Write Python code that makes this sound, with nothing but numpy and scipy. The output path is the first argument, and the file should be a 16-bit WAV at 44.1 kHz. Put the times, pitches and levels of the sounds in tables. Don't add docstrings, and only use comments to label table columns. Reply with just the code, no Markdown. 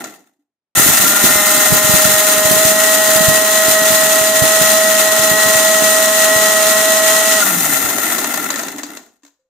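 import sys
import numpy as np
from scipy import signal
from scipy.fft import rfft, irfft, next_fast_len
from scipy.io import wavfile

SR = 44100
rng = np.random.default_rng(int(sys.argv[2]) if len(sys.argv) > 2 else 0)


def waveform_to_disk(signal):
    frames = np.transpose(np.atleast_2d(signal))
    scaled = np.clip(frames, -1, 1) * 32767
    samples = np.round(scaled).astype(np.int16)
    wavfile.write(sys.argv[1], SR, samples)


N = 418499
SWITCH_ON_S, SWITCH_OFF_S = 0.75, 7.375
ECHO_S, CUTOFF_HZ = 0.45, 15600

# (pitch [Hz], level [dB], pan [dB])
GRAIN_TONE = [(90, -22, -11.5), (201, -6.5, -8), (600, -11, -0.5), (2240, -7.5, 1.5), (2870, -5, -1),
              (3910, -6.5, 1), (4910, -9, -1.5), (5930, -1.5, 3), (6980, 3.5, 4.5), (7730, -2.5, -3),
              (8580, 1, -2.5), (10520, -6, -0.5), (11840, -5, 0), (13900, -1, 4.5), (15500, -5, -4.5)]
def grain_hiss(hail, speed, crest_s=0.842, surge_period_s=0.355):
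    coarse = coarseness()
    surge_db = 0.5 * np.sqrt(coarse) * np.cos(2 * np.pi * since(crest_s) / surge_period_s)
    gain = loudness(speed, powered_db=-12.5, coarse_db=-0.7, coasting_db=-21.5,
                    knee_speed=55.3, steepness=1.42, die_db_per_s=131)
    cushion = swirling() ** 3
    powered_db = -8 + 11.5 * np.cbrt(coarse)
    coasting_db = 6 + 2 * np.log2(speed / 100)
    treble_db = cushion * powered_db + (1 - cushion) * coasting_db
    spray = stereo_noise(GRAIN_TONE) * hail
    treble = spray - butter(spray, 10000, "low", order=1)
    return from_db(surge_db) * gain * (spray + treble * (from_db(treble_db) - 1))


def grain_hits(speed, turns, per_turn=28, bunching=0.4, ring_s=0.00075, echo=0.5):
    sweep = np.cos(2 * np.pi * turns) + np.cos(4 * np.pi * turns) / 2
    hits_per_s = per_turn * speed * (1 + bunching * sweep)
    hits = rng.random(N) < hits_per_s / SR
    sizes = from_db(3.5 * np.minimum(rng.exponential(1, N), 4) + 1.76 * drift(25))
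    power = fade(fade(hits * sizes ** 2 / speed, ring_s), 0.000099)
    power = power / np.mean(power[speed > 100])
    return np.sqrt(with_echo(power, echo) / (1 + echo))


# (pitch [Hz], width [Hz], left boost [dB], right boost [dB])
WALL_NOTES = [(2727, 58, 7, 5.5), (3100, 110, 4.5, 2), (3590, 240, 5.5, 5.5), (4070, 107, 10, 7),
              (4720, 39, 14.5, 6), (5330, 71, 5.5, 6.5), (6130, 75, 2.5, 5.5), (6300, 130, 2.5, -1),
              (7120, 50, 0.5, 5.5), (7310, 84, 3.5, -1), (7720, 80, 8, -5), (8530, 120, 0, 6.5),
              (9340, 77, 8.5, 0), (10070, 33, 11.5, 7), (11030, 130, 2.5, 9), (11950, 110, 13, 0),
              (13200, 45, -2, 2), (12900, 250, 6.5, -0.5), (13630, 110, 2.5, -3), (15000, 40, 0.5, 4)]
def steel_ring(strikes):
    return strikes + sum((from_db([[left_db], [right_db]]) - 1) * band(strikes, hz, width)
                         for hz, width, left_db, right_db in WALL_NOTES)


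# (multiple of rotor speed [x], relative level [dB], pan [dB])
WEAK_TONES = [(1, -26.5, -21.5), (2, -12.5, -0.5), (4, -8.5, -3.5), (5, -8.5, 11.5), (6, -6, -12),
              (7, -13, 10), (8, -13, -14), (14, -18.5, -3.5), (15, -14.5, 1), (19, -10.5, 8)]
def blade_whine(speed, turns, flutter=0.13, rough=0.4, rise_s=0.51, fade_db_per_s=32):
    slack = 1 - swirling()
    phase = 2 * np.pi * (turns + 0.0055 * drift(14) + 0.02 * slack * drift(30))
    running = np.minimum(since(SWITCH_ON_S) / rise_s, 1) * from_db(-fade_db_per_s * since(SWITCH_OFF_S))
    base_db = -22 + 0.93 * drift(3)

    def tone(k, unrest):
        waver = np.array([drift(28) + 1j * drift(35) for side in range(2)]) + drift(27) + 1j * drift(35)
        steady = np.exp(1j * (k * phase + rng.uniform(0, 2 * np.pi)))
        return np.sqrt(2) * np.real((1 + unrest * waver / 2) * steady)

    in_tune = nearness(3 * speed, 635, 19) ** 2
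    damping = coarseness() ** 2
    blade_db = -16.5 - 1.5 * freeing() - 8 * damping + 0.93 * drift(2.4)
    out = from_db(blade_db) * in_tune * panned(-5.5 * in_tune ** 2) * tone(3, flutter)
    seventh_gain = from_db(base_db + 2.5 - 6 * slack) * nearness(7 * speed, 1410, 19) ** 2
    out += seventh_gain * panned(6) * tone(7, rough * 2)
    out += from_db(base_db + 1.5) * nearness(9 * speed, 1934, 42) * panned(1.6) * tone(9, rough * 1.05)
    out += from_db(base_db - 3.5) * nearness(10 * speed, 2054, 11) * tone(10, rough)
    weak_db = base_db - 2.5 - 4.8 * slack - 3 * damping
    for k, level_db, pan_db in WEAK_TONES:
        out += from_db(weak_db + level_db) * panned(pan_db) * tone(k, rough)
    return running * out


# (time [s], speed [turns/s])
POWERED_SPEED = [(0.8, 156.0), (0.82, 158.9), (0.85, 170.9), (0.92, 177.2), (0.97, 194.0), (1.11, 202.3),
                 (1.35, 205.9), (2.58, 209.6), (2.6, 211.8), (4.7, 212.8)]
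def rotor_speed(drag_per_s=0.74, friction_turns_per_s2=70):
    powered = np.interp(since(0), *np.transpose(POWERED_SPEED))
    powered = powered + 1.5 * freeing() + 0.22 * drift(2.5)
    offset = friction_turns_per_s2 / drag_per_s
    slowing = (powered + offset) * np.exp(-drag_per_s * since(SWITCH_OFF_S)) - offset
    return np.where(since(SWITCH_ON_S) > 0, np.maximum(slowing, 10), 15)


def swirling(hold_s=0.045, settle_s=0.037):
    return (since(SWITCH_ON_S) > 0) * np.exp(-since(SWITCH_OFF_S + hold_s) / settle_s)


def coarseness(grind_s=1.5):
    return swirling() * np.exp(-since(SWITCH_ON_S) / grind_s)


def freeing(start_s=6.7, takes_s=0.6):
    return np.minimum(since(start_s) / takes_s, 1)


def loudness(speed, powered_db, coarse_db, coasting_db, knee_speed, steepness, die_db_per_s):
    first_stop_s, second_stop_s, fling_s = 0.061, 8.95, 0.018
    level_db = coasting_db + (powered_db - coasting_db) * swirling() + coarse_db * coarseness()
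    slowing = (speed / np.hypot(speed, knee_speed)) ** steepness
    flung_up = np.sqrt(np.minimum(since(SWITCH_ON_S) / fling_s, 1))
    first_burst = from_db(-die_db_per_s * since(first_stop_s))
    second_burst = flung_up * from_db(-die_db_per_s * since(second_stop_s))
    return from_db(level_db) * slowing * np.where(flung_up > 0, second_burst, first_burst)


# (pitch [Hz], width [Hz], level [dB], pan [dB])
JAR_NOTES = [(623, 77, -5, 0), (803, 160, -7.5, 0.5), (1021, 130, -10.5, 3), (1377, 65, 1.5, 5.5),
             (1828, 73, -0.5, 3.5), (2025, 102, -1.5, 0.5), (2675, 160, -10.5, -2.5),
             (3545, 260, -13.5, -5), (4220, 110, -16.5, -4)]
def jar_rattle(speed, hail):
    chatter = from_db(1.4 * drift(45))
    ringing = rms_one(resonate(stereo_noise() * hail * chatter, JAR_NOTES))
    return ringing * loudness(speed, powered_db=-22, coarse_db=4.5, coasting_db=-20.5,
                              knee_speed=44, steepness=1.46, die_db_per_s=144)


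# (pitch [Hz], level [dB], pan [dB])
KNOCK_TONE = [(150, -11, 2), (300, 3, 8), (1000, 6, -4), (2000, 1, -3), (2500, -4.5, 0), (4000, -2, 1.5),
              (5030, -4.5, -1), (6800, 6.5, 8), (9800, -16, -1), (13000, -13, 11), (16000, -10, 2)]
# (time [s], relative level [dB])
JAR_KNOCKS = [(0.0404, -14.5), (7.6324, -16), (7.769, -10), (7.888, -8), (7.9034, -11), (7.9813, -9),
              (8.182, -5), (8.243, -4.5), (8.3394, -8), (8.5032, -5.5), (8.5587, -7), (8.593, -9),
              (8.634, -12), (8.6824, -11.5), (8.7836, -16.5), (8.8327, -11), (8.9702, -18), (9.222, -50),
              (9.233, -37), (9.2497, -33.5), (9.2634, -37), (9.278, -40)]
def jar_knocks(speed, ring_s=0.0027, rise_s=0.00059, echo=0.29):
    power = with_echo(fade(bursts(JAR_KNOCKS, ring_s), rise_s), echo)
    body = butter(stereo_noise(KNOCK_TONE), 150, "high")
    edge = from_db(-5) * speed / 100 * rms_one(butter(stereo_noise(), 8000, "high"))
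    return from_db(-8) * np.sqrt(power) * (body + edge)


# (time [s], relative level [dB], pan [dB])
STRONG_PUFFS = [(0.798, -3.5, -5), (0.863, -7.5, 3), (0.892, -7, 20), (1.001, -9, -16.5),
                (1.043, -10, -19.5), (1.242, 0, -7.5), (1.307, -6.5, -22), (1.359, -5.5, -17),
                (1.576, -10.5, -18), (1.727, -1, -5), (1.897, -4, -20.5), (1.941, -2.5, -27.5),
                (2.055, -3, -24.5), (2.46, -7, -16), (2.514, -2, -27), (2.533, -9, -21), (2.654, -6, -19.5),
                (3.089, -12.5, 15), (3.16, -5.5, -18), (3.209, -6.5, -25.5), (3.286, -2, -21),
                (3.685, -5.5, -22), (3.821, -12.5, -6.5), (3.907, -12, -8), (4.036, -10.5, -21),
                (4.423, -3, -29), (4.443, -8.5, -14), (4.615, -4.5, -17), (5.314, -6.5, -18),
                (5.462, -10.5, -9.5), (5.556, -12.5, -10), (6.364, -10, -16.5), (6.57, -16, 5),
                (7.849, -17, -20)]
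def air_puffs(puffs, centre_hz=188, eddy_s=0.016):
    out = np.zeros((2, N))
    t = np.arange(-SR // 50, SR // 50) / SR
    dull_noise = butter(rng.standard_normal((2, N)), 410, "low", order=1)
    eddies = rms_one(butter(dull_noise, [85, 1000], "band"))
    for (s, level_db, pan_db), (pitch, lag, sign) in zip(puffs, rng.standard_normal((len(puffs), 3))):
        side_t = t + 0.0011 * lag * np.array([[1], [-1]])
        spread = (np.pi * centre_hz * np.exp(0.23 * pitch) * side_t) ** 2
        swing = np.sign(sign) * (1 - 2 * spread) * np.exp(-spread)
        start = int(s * SR) - len(t) // 2
        out[:, start:start + len(t)] += from_db(level_db - 0.9 - abs(pan_db) / 2) * panned(pan_db) * swing
    return out + from_db(-2) * np.sqrt(fade(out ** 2, eddy_s)) * eddies


def weak_puffs(count=60, start_per_s=11):
    chance, spread = rng.random((count, 2)), rng.standard_normal((count, 2))
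    run_s = SWITCH_OFF_S - SWITCH_ON_S
    times = SWITCH_ON_S + run_s * chance[:, 0]
    per_s = start_per_s * coarseness()[(times * SR).astype(int)] ** 0.8
    rows = np.transpose([times, -13.5 + 2.5 * spread[:, 0], -14 + 7 * spread[:, 1]])
    return rows[chance[:, 1] < per_s * run_s / count].tolist()


def puff_crackle(puffs, ring_s=0.012):
    power = bursts([(s, level_db) for s, level_db, pan_db in puffs], ring_s)
    bright_noise = rms_one(butter(stereo_noise(), 7500, "high", order=1))
    return from_db(-7) * np.sqrt(power) * panned(-2) * bright_noise


# (pitch [Hz], width [Hz], level [dB], pan [dB])
HOUSING_NOTES = [(234, 92, -2.5, -1.5), (289, 52, 3, -0.5), (385, 125, -7.5, -1.5), (678, 50, -7.5, -1),
                 (799, 60, -7.5, -5.5)]
def housing_drone(speed):
    drone = rms_one(butter(resonate(stereo_noise(), HOUSING_NOTES), 130, "high"))
    return drone * loudness(speed, powered_db=-31.5, coarse_db=3, coasting_db=-28,
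                            knee_speed=27, steepness=1.3, die_db_per_s=110)


def rotor_hum(speed, turns, powered_db=-34.5, coasting_db=-27.5):
    force = (since(SWITCH_ON_S) > 0) * np.minimum(speed / 185, 1) ** 2
    level_db = coasting_db + (powered_db - coasting_db) * swirling()
    gain = from_db(level_db + 3.5 * drift(14)) * nearness(speed, 186, 30)
    shake = gain * np.sin(2 * np.pi * turns + 0.7 * drift(20))
    fan = from_db(-49 + 3.2 * drift(9)) * rms_one(butter(rng.standard_normal((2, N)), [70, 170], "band"))
    return force * (shake + fan)


# (time [s], pitch [Hz], level [dB])
HOUSING_BOOMS = [(0.388, 290, -54.5), (8.735, 289, -31), (8.833, 291, -26), (8.9, 292, -28),
                 (9.234, 285, -43), (9.39, 525, -59), (9.445, 520, -64)]
def housing_rocking(ring_s=0.24, rise_s=0.0027):
    out = 0
    for s, hz, level_db in HOUSING_BOOMS:
        age = since(s)
        gain = from_db(level_db - 60 * age / ring_s) * (1 - np.exp(-age / rise_s))
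        out = out + gain * np.sin(2 * np.pi * hz * age)
    return out


def room_hush():
    return from_db(-85.5) * rms_one(butter(stereo_noise(), [120, 700], "band", order=1))


def with_echo(power, share):
    return power + share * fade(power, ECHO_S / np.log(1e6))


# (pitch [Hz], likeness [0 to 1])
SIDE_LIKENESS = [(100, 1), (700, 0.73), (2000, 0.45), (4000, 0.16), (6000, 0.16), (15000, 0.033)]
def stereo_noise(tone=None):
    size = next_fast_len(N)
    hz = np.arange(size // 2 + 1) * SR / size
    mid, side = rfft(rng.standard_normal((2, size)))
    alike = np.clip(at_hz(SIDE_LIKENESS, hz)[0], -1, 1)
    both = np.sqrt(1 + alike) * mid + np.sqrt(1 - alike) * side * [[1], [-1]]
    if tone is not None:
        level_db, pan_db = at_hz(tone, hz)
        bass_cut = hz / (hz + tone[0][0])
        both = both * from_db(level_db) * panned(pan_db) * (hz < CUTOFF_HZ) * bass_cut
    return rms_one(irfft(both, size)[:, :N])


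def at_hz(rows, hz):
    known_hz, *columns = np.transpose(rows)
    return [np.interp(np.log(hz + 1), np.log(known_hz), column) for column in columns]


def resonate(x, notes):
    return sum((-1) ** k * from_db(level_db) * panned(pan_db) * band(x, hz, width)
               for k, (hz, width, level_db, pan_db) in enumerate(notes))


def band(x, hz, width):
    r = np.exp(-np.pi * width / SR)
    feedback = [1, -2 * r * np.cos(2 * np.pi * hz / SR), r * r]
    return signal.lfilter([1, 0, -1], feedback, x + 1e-18) * (1 - r * r) / 2


def nearness(hz, centre_hz, width_hz):
    return 1 / np.sqrt(1 + ((hz - centre_hz) / width_hz) ** 2)


def bursts(events, ring_s):
    clicks = np.zeros(N)
    for s, level_db in events:
        clicks[int(s * SR)] += from_db(level_db)
    return fade(clicks ** 2, ring_s) * ring_s * SR


def fade(x, seconds):
    r = np.exp(-1 / (seconds * SR))
    return signal.lfilter([1 - r], [1, -r], x + 1e-18)


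def drift(hz):
    r = np.exp(-80 * np.pi * hz / SR)
    slow = signal.lfilter([1], [1, -2 * r, r * r], rng.standard_normal(N // 40 + 2002))[2000:]
    return np.interp(np.arange(N) / 40, np.arange(len(slow)), rms_one(slow))


def butter(x, hz, kind, order=2):
    return signal.sosfilt(signal.butter(order, hz, kind, fs=SR, output="sos"), x)


def since(s):
    return np.maximum(np.arange(N) / SR - s, 0)


def panned(pan_db):
    return from_db(np.array([[1], [-1]]) * pan_db / 2)


def from_db(db):
    return 10 ** (np.asarray(db) / 20)


def rms_one(x):
    return x / np.sqrt(np.mean(x ** 2) + 1e-20)


def scene():
    speed = rotor_speed()
    turns = np.cumsum(speed) / SR
    coasting = (1 - swirling()) * (since(SWITCH_OFF_S) > 0)
    hail = grain_hits(speed, turns)
    jar = jar_rattle(speed, hail) * panned(1.5 * coasting)
    housing = housing_drone(speed) + housing_rocking()
    puffs = list(STRONG_PUFFS) + weak_puffs()
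    knocks = jar_knocks(speed)
    hiss = grain_hiss(hail, speed) * panned(3 * coasting)
    wall = steel_ring(hiss + knocks + puff_crackle(puffs))
    jar = jar + from_db(2.5) * resonate(knocks, JAR_NOTES)
    jar = np.array([np.roll(jar[0], 2), jar[1]])
    motor = blade_whine(speed, turns) + rotor_hum(speed, turns)
    return wall + motor + jar + housing + room_hush() + air_puffs(puffs)


def record(dry, quiet_db=-52, ceiling=0.87):
    level_db = 10 * np.log10(fade(np.mean(dry ** 2, axis=0), 0.006) + 1e-14)
    expanded = dry * from_db(np.clip(0.35 * (level_db - quiet_db), -12, 0))
    rounded = expanded / (1 + (expanded / ceiling) ** 6) ** (1 / 6)
    return signal.sosfilt(signal.ellip(12, 0.2, 70, CUTOFF_HZ, fs=SR, output="sos"), rounded)


dry = scene()
out = record(dry)
waveform_to_disk(out)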